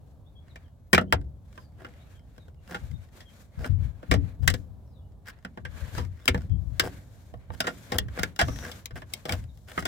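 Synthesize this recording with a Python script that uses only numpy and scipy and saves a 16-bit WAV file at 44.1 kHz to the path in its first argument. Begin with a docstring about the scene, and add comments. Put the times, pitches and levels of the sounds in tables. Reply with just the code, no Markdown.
'''Trim levered off a car's door pillar

A screwdriver frees plastic clips: snaps, knocks, scrapes and ticks are noise forces ringing the trim's modes.
The pillar thumps in low sines; door shudders and grip thuds are enveloped low noise. Sleeves and plastic
rub as coloured noise, an edge squeaks as narrow-band noise, and the small cabin echoes the contacts.
Through the open door come far traffic (coloured noise) and a few small birds (gliding sines).'''
import sys
import numpy as np
from scipy import signal
from scipy.fft import rfft, irfft, next_fast_len
from scipy.io import wavfile
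from scipy.ndimage import uniform_filter1d, map_coordinates

SR = 44100
rng = np.random.default_rng(int(sys.argv[2]) if len(sys.argv) > 2 else 0)


def transcribe(u):
    """Save the signal u as a 16-bit wav file named by the first command-line argument.

    u: samples, shape (n,) or (channels, n), limited to [-1, 1]; the rate is SR.
    q: integer samples, one column per channel.
    """
    v = np.clip(np.atleast_2d(u).T, -1, 1)
    q = np.round(v * 32767).astype(np.int16)
    wavfile.write(sys.argv[1], SR, q)


N = 435266

# All event levels are before the source and mix gains.
# Snaps and knocks: (time [s], knock [dB], ring [dB], crack [dB], knock pitch [Hz], ring pitch [Hz], t60 [s])
SNAPS = [(0.557, -48, -48, -57, 680, 2310, 0.049), (0.93, -19.5, -15.5, -24, 1040, 1910, 0.033),
         (0.9358, -14.5, -24.5, -29, 440, 1770, 0.04), (0.946, -27, -19, -26.5, 404, 2360, 0.048),
         (0.978, -19.5, -16, -36, 573, 1367, 0.049), (1.011, -31, -53.5, -52, 610, 1380, .055),
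         (1.1242, -24.5, -18, -30.5, 876, 1454, 0.025), (1.131, -22.5, -33, -35, 753, 1600, .05),
         (1.212, -64, -62, -68, 500, 1510, .04), (1.576, -47.5, -47.5, -63.5, 1016, 1540, 0.044),
         (1.846, -45, -42, -58, 537, 1390, 0.057), (2.379, -49.5, -60, -63.5, 617, 1590, 0.033),
         (2.481, -51, -69, -70.5, 444, 1470, .04), (2.744, -36, -32.5, -45.5, 807, 1500, 0.086),
         (3.203, -54.5, -52.5, -52.5, 600, 1850, .09), (3.643, -38, -34, -51, 590, 1540, 0.054),
         (4.028, -42, -53, -67, 290, 1560, 0.06), (4.112, -19.5, -22.5, -29.5, 280, 2200, .07),
         (4.138, -23, -33.5, -37.5, 420, 1950, 0.059), (4.476, -31.5, -17.5, -22, 520, 1870, 0.04),
         (4.5, -34.5, -39.5, -33.5, 520, 1980, 0.045), (4.539, -33.5, -39, -39, 518, 1716, 0.05),
         (5.448, -37, -38.5, -52, 345, 1480, 0.043), (5.573, -37.5, -46.5, -62.5, 343, 1650, 0.054),
         (5.65, -43.5, -36.5, -52.5, 535, 1660, 0.067), (5.977, -32.5, -38.5, -43.5, 976, 1210, 0.14),
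         (6.256, -44, -52.5, -45, 338, 1840, 0.013), (6.278, -39.5, -18, -25.5, 383, 2200, .042),
         (6.283, -23, -33, -28.5, 285, 1650, .048), (6.344, -25.5, -32.5, -48, 790, 1710, 0.054),
         (6.376, -40, -51.5, -56, 660, 1560, 0.041), (6.796, -29.5, -21, -21.5, 303, 1628, 0.047),
         (7.339, -43, -56, -68.5, 684, 1130, 0.027), (7.502, -39.5, -48.5, -72.5, 890, 1080, 0.024),
         (7.603, -30.5, -27.5, -28, 640, 1474, 0.048), (7.64, -35.5, -37.5, -49.5, 486, 1400, 0.13),
         (7.668, -31, -26.5, -36.5, 630, 1420, .095), (7.919, -26.5, -33, -36, 770, 1820, 0.066),
         (7.984, -31, -29.5, -24.5, 435, 1860, 0.026), (8.083, -50.5, -49.5, -61.5, 597, 1570, .04),
         (8.188, -30, -34, -44, 694, 1440, .07), (8.194, -60, -40, -43, 710, 1500, 0.018),
         (8.232, -31.5, -26, -31, 407, 1600, 0.036), (8.361, -57, -52, -50.5, 600, 1430, 0.03),
         (8.39, -27, -20, -27.5, 780, 1600, .1), (8.412, -21.5, -24, -30, 690, 1510, .06),
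         (8.482, -30, -42.5, -49, 273, 1280, .05), (8.715, -55, -53, -42.5, 735, 2150, .05),
         (8.857, -58, -47, -39.5, 940, 2230, 0.018), (8.907, -50, -49, -61.5, 604, 1500, .05),
         (9.018, -45.5, -46.5, -59, 990, 1670, 0.054), (9.136, -47.5, -54, -32.5, 890, 2150, 0.025),
         (9.253, -33.5, -43, -43, 530, 1170, 0.058), (9.292, -35.5, -31, -38, 780, 2220, .05),
         (9.321, -43.5, -36.5, -33, 644, 2100, .045), (9.573, -63.5, -74, -66, 602, 1960, .015),
         (9.776, -27, -27, -46.5, 740, 1280, .065), (9.824, -42, -43, -51.5, 298, 1930, .04),
         (9.853, -31.5, -29, -33, 307, 1580, .06)]
# Plastic dragging on the pillar: (time [s], length [s], knock [dB], ring [dB], crack [dB])
SCRAPES = [(1.776, .12, -51.5, -58, -71), (2.683, .085, -42, -48, -56), (3.585, .06, -44, -55, -60),
           (3.646, .034, -38, -45.5, -51), (4.419, 0.044, -50, -58.5, -61), (5.253, .06, -58, -44.5, -53),
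           (6.16, 0.13, -66.5, -63, -70), (6.817, .07, -34, -43, -49), (7.515, .04, -52, -55, -59.5),
           (7.66, .052, -33.5, -52, -56), (7.94, 0.026, -31.5, -43, -47), (8.158, 0.036, -38.5, -42, -61),
           (8.614, .09, -43.5, -42.5, -54.5), (8.953, 0.033, -42, -43, -54.5),
           (9.27, .088, -36, -44.5, -49), (9.673, .05, -51.5, -49, -54.5), (9.785, .026, -51, -59, -46)]
# Trim resonances: (centre [Hz], width [Hz], gain [dB])
TRIM_MODES = [(195, 51, 4.5), (284, 100, -0.5), (365, 63, -0.5), (490, 57, 3), (626, 57, -1.5),
              (720, 130, -4.5), (1065, 57, -10), (1160, 36, -7), (1530, 300, -3.5), (1780, 230, -2),
              (2080, 58, -6.5), (2850, 260, -10.5), (3226, 530, -2), (3870, 260, -6), (5020, 630, 1),
              (6600, 61, -16.5), (8300, 3500, -7), (10900, 1000, -7), (14800, 4100, 2.5)]
# Bands of knock, ring, crack and tick: (low [Hz], high [Hz])
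CONTACT_BANDS = [(140, 1000), (1000, 2600), (2600, 8000), (8000, 16000)]
# Bird notes: (time [s], length [s], start [Hz], end [Hz], level [dB])
BIRD_NOTES = [(0.243, .05, 3300, 3830, -72), (0.346, .06, 3310, 3400, -66), (.49, 0.033, 4220, 3440, -66),
              (.63, 0.053, 3420, 2820, -74), (1.047, 0.087, 2970, 3300, -69),
              (1.551, 0.14, 5260, 4390, -73), (1.972, 0.075, 3320, 4170, -73),
              (2.137, .07, 3420, 2990, -70), (2.372, 0.073, 4030, 3540, -69.5),
              (2.555, 0.058, 2900, 2750, -78), (2.923, 0.047, 3690, 3680, -67),
              (3.249, 0.051, 3330, 3080, -61), (4.819, .14, 6120, 4440, -83),
              (4.916, 0.097, 4280, 3220, -74), (5.001, .07, 2976, 2920, -79), (6.19, 0.05, 3330, 3750, -69),
              (6.489, 0.055, 3270, 3200, -71), (9.478, .032, 3980, 3500, -70)]
# Low rumble of door, grip and drone: (frequency [Hz], density [dB per Hz])
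RUMBLE_SPECTRUM = [(13, -46.5), (22, -29), (48, -5), (91, 0.5), (143, -12), (177, -18.5), (400, -44.5),
                   (520, -71), (880, -120)]
# Low part of the rubbing: (frequency [Hz], density [dB per Hz])
BODY_SPECTRUM = [(120, -27.5), (200, 5), (343, -5), (496, -5.5), (549, -0.5), (865, -11.5), (1300, -14),
                 (1690, -43.5), (2860, -120)]
# Middle part of the rubbing: (frequency [Hz], density [dB per Hz])
SWISH_SPECTRUM = [(530, -32.5), (900, -4), (1320, -2.5), (1610, 2.5), (1950, -2.5), (2200, -2),
                  (2570, -6.5), (4500, -12), (5850, -45), (9900, -120)]
# Top part of the rubbing: (frequency [Hz], density [dB per Hz])
HISS_SPECTRUM = [(2060, -27.5), (3500, -3.5), (4750, -6), (5130, -5), (7180, -4), (9140, -9.5), (15100, -9),
                 (16000, -25)]
# Far traffic: (frequency [Hz], density [dB per Hz])
STREET_SPECTRUM = [(15, -36.5), (25, -20), (64, -0.5), (92, -3.5), (277, -17), (335, -23.5), (641, -22.5),
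                   (1160, -35), (2220, -55), (3620, -49), (5880, -56), (14800, -53.5), (16000, -56.5)]
# Left port faces the work, right is shaded: (frequency [Hz], left minus right [dB])
PORT_SHADE = [(150, -4), (300, 3), (700, 1), (1400, -3.5), (2200, 2), (4000, 2.5), (8000, 13), (11000, 5.5),
              (14000, 28.5)]
# Cabin echo decay: (frequency [Hz], t60 [s])
CABIN_DECAY = [(150, 0.67), (500, 0.092), (2000, 0.092), (12000, 0.021)]
# Strokes of sleeve and trim: (time [s], length [s], swish [dB], hiss [dB])
STROKES = [(0.035, 0.054, -73, -72), (0.373, 0.27, -67, -75.5), (1.404, 0.22, -68, -70),
           (1.699, 0.37, -65, -72.5), (2.044, .08, -59.5, -63.5), (2.185, 0.29, -71, -75.5),
           (2.589, 0.28, -60, -64), (2.8, 0.14, -67.5, -69), (2.962, 0.06, -58.5, -62),
           (3.107, 0.064, -52.5, -55), (3.23, 0.19, -62.5, -64), (3.504, 0.19, -58.5, -64.5),
           (3.764, 0.084, -55, -61.5), (3.905, 0.31, -64.5, -73), (4.186, .11, -58.5, -67),
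           (4.377, 0.19, -64, -62.5), (5.242, 0.039, -50, -64), (5.34, 0.27, -73.5, -79),
           (5.662, 0.22, -51, -57), (5.891, 0.067, -44, -48), (6.04, .16, -68, -73.5),
           (6.212, 0.23, -61.5, -66), (6.462, 0.51, -74.5, -72), (6.691, 0.28, -57, -61.5),
           (6.897, 0.42, -67.5, -67.5), (7.374, 0.031, -56.5, -67), (7.482, 0.42, -58.5, -59.5),
           (7.86, 0.12, -48.5, -58), (8.077, .17, -49.5, -56.5), (8.353, 0.42, -51, -52.5),
           (8.918, 0.073, -60, -62.5), (9.053, 0.12, -54, -55.5), (9.24, 0.15, -55.5, -57.5),
           (9.437, 0.36, -79.5, -70.5), (9.66, 0.14, -51.5, -54)]
# Shifts of the grip: (time [s], length [s], level [dB], left minus right [dB])
GRIPS = [(2.809, 0.019, -33, 9), (2.899, 0.019, -27.5, 17), (3.566, 0.033, -30, 7),
         (3.692, 0.017, -15.5, 21), (3.755, 0.098, -25.5, 13), (4.082, 0.13, -22.5, 19.5),
         (4.395, 0.12, -23.5, 28), (4.6, 0.14, -45, 20.5), (5.599, 0.17, -40.5, 20),
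         (5.813, 0.022, -30, 12), (5.933, 0.14, -33, 10), (6.49, 0.058, -20.5, 24.5), (6.61, 0.12, -32, 21),
         (7.319, 0.034, -42, -14), (7.489, 0.026, -34.5, -20), (7.985, 0.11, -35, -3.5),
         (8.198, 0.022, -34, 12), (8.911, 0.033, -37.5, 4), (9.81, .05, -38.5, 16.5)]
# Door shudders as the trim springs back: (time [s], level [dB])
SHUDDERS = [(0.929, -31.5), (1.12, -26.5), (4.112, -30.5), (5.96, -31.5), (6.285, -24.5), (6.798, -35.5),
            (7.92, -31), (8.41, -25), (9.3, -28)]
# Prominence of a snap's pitches: knock [dB], ring [dB], crack [dB]
SNAP_RINGS_DB = [7, 5.5, -5.5]

TOP_HZ = 15950
CRACK_HZ, CRACK_SPREAD_LOG = 3400, .1  # crack pitch and its spread between snaps
# Top band re crack at this t60; extra gain per halving of t60
TICK_DB, TICK_T60_S, TICK_DB_PER_OCT = -10, .05, 4
SCRAPE_HZ, SCRAPE_TICK_DB = 1590, -4.5  # dragged edge's main ring; top band re crack
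REST_DB = -83  # cloth is never quite still
GRIP_ATTACK_S, GRIP_T60_S = 0.016, 0.33
SHUDDER_ATTACK_S, SHUDDER_HOLD_S, SHUDDER_T60_S = 0.017, 0.021, 0.71
# Rise time, plus this share of the stroke length; t60 afterwards
STROKE_RISE_S, STROKE_RISE_SHARE, STROKE_T60_S = 0.08, .15, .3


def amp(db):
    """Decibels to gain."""
    return 10 ** (np.asarray(db) / 20)


def unit(x):
    """Scale x to rms 1."""
    return x / np.sqrt(np.mean(x ** 2) + 1e-30)


def along(points, hz):
    """Interpolate (frequency [Hz], value) points on a log axis."""
    f, v = np.transpose(points)
    return np.interp(np.log(hz + 1), np.log(f + 1), v)


def curves(rows):
    """One value per sample for each column after the time."""
    time_s, *columns = np.transpose(rows)
    return [np.interp(np.arange(N) / SR, time_s, column) for column in columns]


def wobble(rate_hz):
    """Smooth random curve, rate_hz knots a second."""
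    knots = rng.standard_normal(int(N * rate_hz / SR) + 4)
    return map_coordinates(knots, [np.arange(N) * rate_hz / SR])


def filtered(x, response):
    """Apply a frequency response, with padding for the tail."""
    n = x.shape[-1]
    m = next_fast_len(n + SR // 8)
    return irfft(rfft(x, m) * response(np.fft.rfftfreq(m, 1 / SR)), m)[..., :n]


def resonance(f, hz, width_hz):
    """Causal response of one damped mode, gain 1 at its centre."""
    return 1j * f * width_hz / (hz * hz - f * f + 1j * f * width_hz)


def balance(db):
    """Left and right gains of mean power 1 for a level difference."""
    gains = amp([db / 2, -db / 2])
    return gains / np.sqrt(np.mean(gains ** 2, axis=0))


def pair(alike, size=N):
    """Two white noises sharing the fraction alike of their power."""
    shared = np.clip(alike, 0, 1)
    common = np.sqrt(shared) * rng.standard_normal(size)
    return common + np.sqrt(1 - shared) * rng.standard_normal((2, size))


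def noise(spectrum, alike):
    """Coloured stereo noise of rms 1."""
    return unit(filtered(pair(alike), lambda f: amp(along(spectrum, f))))


def add(track, start_s, sound):
    """Mix a sound into a track at start_s."""
    part = track[:, round(start_s * SR):][:, :sound.shape[-1]]
    part += sound[..., :part.shape[-1]]


def gesture(start_s, length_s, attack_s, t60_s):
    """Power of one movement: a rise over attack_s, and a decay from length_s on."""
    t = np.arange(int((length_s + t60_s) * SR)) / SR
    rise = np.minimum(t / attack_s, 1)
    decay = amp(-60 * np.maximum(t - length_s, 0) / t60_s)
    out = np.zeros((1, N))
    add(out, start_s, (rise * decay) ** 2)
    return out[0]


def rumble(alike):
    """Low noise divided by its running rms, so its strength stays even."""
    air = noise(RUMBLE_SPECTRUM, alike)
    return air / np.sqrt(np.abs(uniform_filter1d(air ** 2, size=3500, axis=1)))


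def street():
    """Far traffic: coloured noise with a slowly wandering level."""
    return amp(-54.0 + 1.9 * wobble(1.2)) * noise(STREET_SPECTRUM, alike=0.58)


def drone():
    """Street drone in the cabin: low noise, identical in both ports, wandering in level."""
    return amp(-51.5 + 1.5 * wobble(3)) * noise(RUMBLE_SPECTRUM, alike=1.0)


def birds(level_db=-1, warble=0.017, street_t60_s=0.18):
    """Thin gliding whistles, blurred by the street's walls as a decaying noise response."""
    out, t = np.zeros((2, N)), np.arange(SR // 4) / SR
    flutter = wobble(400)
    for start_s, length_s, start_hz, end_hz, db in BIRD_NOTES:
        u = np.linspace(0, 1, int(length_s * SR))
        glide_hz = start_hz * (end_hz / start_hz) ** u
        hz = glide_hz * (1 + warble * flutter[int(start_s * SR):][:len(u)])
        whistle = np.sin(np.pi * u) * np.sin(2 * np.pi * np.cumsum(hz) / SR)
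        add(out, start_s, amp(db + level_db) * 2 * whistle)
    walls = pair(0.14, size=len(t)) * amp(-60 * t / street_t60_s)
    return signal.fftconvolve(out, walls / np.linalg.norm(walls[0]), axes=1)[:, :N]


def handling():
    """Each shift of the grip rumbles, mostly in one port."""
    power = 0
    for start_s, length_s, db, pan_db in GRIPS:
        envelope = gesture(start_s, length_s, GRIP_ATTACK_S, GRIP_T60_S)
        power = power + np.outer((amp(db) * balance(pan_db)) ** 2, envelope)
    return np.sqrt(power) * rumble(alike=.4)


def shudders(pan_db=3):
    """The shaken door and pillar boom into the cabin and settle."""
    power = 0
    for start_s, db in SHUDDERS:
        envelope = gesture(start_s, SHUDDER_HOLD_S, SHUDDER_ATTACK_S, SHUDDER_T60_S)
        power = power + amp(db) ** 2 * envelope
    return balance(np.array([pan_db])) * np.sqrt(power) * rumble(alike=.9)


def thumps(level_db=-7, t60_s=0.17, attack_s=.008, pan_db=4.):
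    """Each knock sets the pillar and door swinging in three low modes."""
    out, t = np.zeros((2, N)), np.arange(SR // 3) / SR
    for start_s, knock_db, *_ in SNAPS:
        swing = 0
        for hz in (76, 104, 150):
            strength = rng.normal(1, .4)
            swing = swing + strength * np.sin(2 * np.pi * hz * rng.normal(1, 0.049) * t)
        envelope = amp(knock_db + level_db - 60 * t / t60_s) * (1 - np.exp(-t / attack_s))
        add(out, start_s, envelope * swing)
    return out * balance(np.array([pan_db]))


def sliding():
    """Gains of swish and hiss from all strokes; long strokes gather speed more slowly."""
    power = amp(REST_DB) ** 2
    for start_s, length_s, *levels_db in STROKES:
        rise_s = STROKE_RISE_S + STROKE_RISE_SHARE * length_s
        envelope = gesture(start_s, length_s, rise_s, STROKE_T60_S)
        power = power + np.outer(amp(levels_db) ** 2, envelope)
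    return np.sqrt(power)


def patchy(x, depth_db):
    """A sliding contact's colour drifts: random gain patches a few hundred Hz wide."""
    z = signal.stft(x, nperseg=512)[2]
    field = uniform_filter1d(rng.standard_normal(z.shape[1:]), size=4, axis=0)
    field = uniform_filter1d(field, size=18, axis=1)
    return unit(signal.istft(z * amp(depth_db * unit(field)), nperseg=512)[1][:, :N])


def rubbing(swish, hiss, swish_db=-1, hiss_db=-1, catch_db=1.5, drift_db=1):
    """Cloth and plastic slide unevenly: coloured noise with fast catches and slow level drift."""
    catches = unit(amp(catch_db * wobble(68)))
    body = swish * noise(BODY_SPECTRUM, alike=0.27)
    middle = swish * amp(swish_db) * patchy(noise(SWISH_SPECTRUM, alike=0.041), depth_db=1.5)
    top = hiss * amp(hiss_db) * patchy(noise(HISS_SPECTRUM, alike=0.06), depth_db=0.3)
    return amp(drift_db * wobble(12)) * (body + catches * (middle + top))


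def squeak(start_s=8.42, end_s=8.69, hz=5800, width_hz=650, db=-53):
    None
    stroke, = curves([(start_s, 0), (start_s + 0.096, 1), (end_s - .03, 1), (end_s, 0)])
    tone = unit(filtered(pair(0.46), lambda f: resonance(f, hz, width_hz) ** 2))
    return amp(db) * stroke * tone


def trim(force, levels_db, length_s, rings_hz, sharpness=15, ring_db=3, direct_db=-12, scatter_db=2.0):
    """The trim's answer to a force; the place of contact picks main rings and mode strengths."""
    strengths_db = rng.normal(0, scatter_db, len(TRIM_MODES))

    def response(f):
        total = amp(direct_db)
        for (hz, width_hz, db), strength_db in zip(TRIM_MODES, strengths_db):
            total = total + amp(db + strength_db) * resonance(f, hz, width_hz)
        for hz, db in np.broadcast(rings_hz, ring_db):
            total = total + amp(db) * resonance(f, hz, hz / sharpness)
        return total

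    sound = filtered(force, response)
    out = 0
    # each band's energy equals its level held as rms over length_s
    for band, db in zip(CONTACT_BANDS, levels_db):
        part = signal.sosfilt(signal.butter(4, band, "band", fs=SR, output="sos"), sound)
        out = out + amp(db) * unit(part) * np.sqrt(length_s * SR / part.shape[-1])
    return out


def ticks(swish, hiss, count=34, spread_db=3, t60_s=0.019):
    """Blade and loose edges tick lightly at random, louder when more is moving."""
    out, t = np.zeros((2, N)), np.arange(SR // 20) / SR
    for place, size, tone in rng.random((count, 3)):
        i = int(place * N)
        gains = [swish[i], swish[i], hiss[i], hiss[i] * amp(TICK_DB)]
        levels_db = 20 * np.log10(gains) + spread_db * (2 * size - 1)
        force = pair(0.26, size=len(t)) * amp(-60 * t / t60_s)
        add(out, i / SR, trim(force, levels_db, .02, [1400 + 900 * tone]))
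    return out


def scrapes(slip_rate_hz=420, slip_t60_s=0.011, uneven_db=5):
    """The edge sticks and slips at an uneven rate, swelling and easing over the stroke."""
    out, t = np.zeros((2, N)), np.arange(SR // 5) / SR
    for start_s, length_s, knock_db, ring_db, crack_db in SCRAPES:
        levels_db = [knock_db, ring_db, crack_db, crack_db + SCRAPE_TICK_DB]
        gaps, sizes = rng.standard_normal((2, 80))
        times_s = np.cumsum(np.exp(0.3 * gaps)) / slip_rate_hz
        stroke = np.sqrt(np.abs(np.sin(np.pi * times_s / length_s))) * (times_s < length_s)
        strengths = stroke * amp(uneven_db * sizes)
        slips = np.bincount((times_s * SR).astype(int), strengths, len(t))[:len(t)]
        envelope = signal.fftconvolve(slips, amp(-60 * t / slip_t60_s))[:len(t)]
        force = pair(0.54, size=len(t)) * envelope
        add(out, start_s, trim(force, levels_db, length_s, [SCRAPE_HZ], sharpness=11, ring_db=5.5))
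    return out


def snaps(crack_t60_s=0.015, chatter_db=-4, chatter_top_hz=5000, softness=0.026, alike=.6, lag_s=.0005):
    """Each release is a brief bright crack over a duller chatter of the plastic on its seat."""
    out, t = np.zeros((2, N)), np.arange(SR // 7) / SR
    dull = signal.butter(1, chatter_top_hz, fs=SR, output="sos")
    for start_s, knock_db, ring_db, crack_db, knock_hz, ring_hz, t60_s in SNAPS:
        crack = pair(alike, size=len(t)) * amp(-60 * t / crack_t60_s)
        chatter = signal.sosfilt(dull, pair(alike, size=len(t))) * amp(chatter_db - 60 * t / t60_s)
        onset = 1 - np.exp(-t / (softness * t60_s))  # a long, loose contact starts more softly
        force = (crack + chatter) * onset
        force[1] = np.interp(t - lag_s, t, force[1], left=0)  # the far port hears it later
        # short contacts are brighter
        tick_db = crack_db + TICK_DB + TICK_DB_PER_OCT * np.log2(TICK_T60_S / t60_s)
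        crack_hz = CRACK_HZ * np.exp(CRACK_SPREAD_LOG * rng.standard_normal())
        levels_db = [knock_db, ring_db, crack_db, tick_db]
        rings_hz = [knock_hz, ring_hz, crack_hz]
        add(out, start_s, trim(force, levels_db, .02, rings_hz, ring_db=SNAP_RINGS_DB))
    return out


def cabin(x):
    """Short echo off glass and upholstery: decaying noise whose bass lasts longest."""
    hz, t, z = signal.stft(pair(.2, size=SR // 3), SR, nperseg=256)
    decay = amp(-60 * t / along(CABIN_DECAY, hz)[:, None])
    tail = signal.istft(z * decay, SR, nperseg=256)[1]
    tail = np.pad(tail / np.linalg.norm(tail[0]), ((0, 0), (SR // 250, 0)))  # 4 ms before the echo
    return signal.fftconvolve(x, tail, axes=1)[:, :N]


def ports(x, merge_hz=520):
    """Long waves reach both ports alike; short ones are shaded at the right port."""
    mid = (x[0] + x[1]) / 2
    side = filtered((x[0] - x[1]) / 2, lambda f: f / np.hypot(f, merge_hz))
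    return filtered(np.array([mid + side, mid - side]), lambda f: balance(along(PORT_SHADE, f)))


def scene():
    """Work at the pillar, heard from the seat, over the street outside and its drone."""
    swish, hiss = sliding()
    plastic = amp(-1.96) * snaps() + amp(-2.5) * scrapes() + ticks(swish, hiss)
    near = ports(plastic + amp(-13.0) * cabin(plastic) + rubbing(swish, hiss) + squeak())
    far = street() + drone() + birds()
    return far + handling() + shudders() + thumps() + near


def record(dry):
    """Sharp low-pass: nothing passes from TOP_HZ up."""
    return filtered(dry, lambda f: f < TOP_HZ)


dry = scene()
out = record(dry)
transcribe(out)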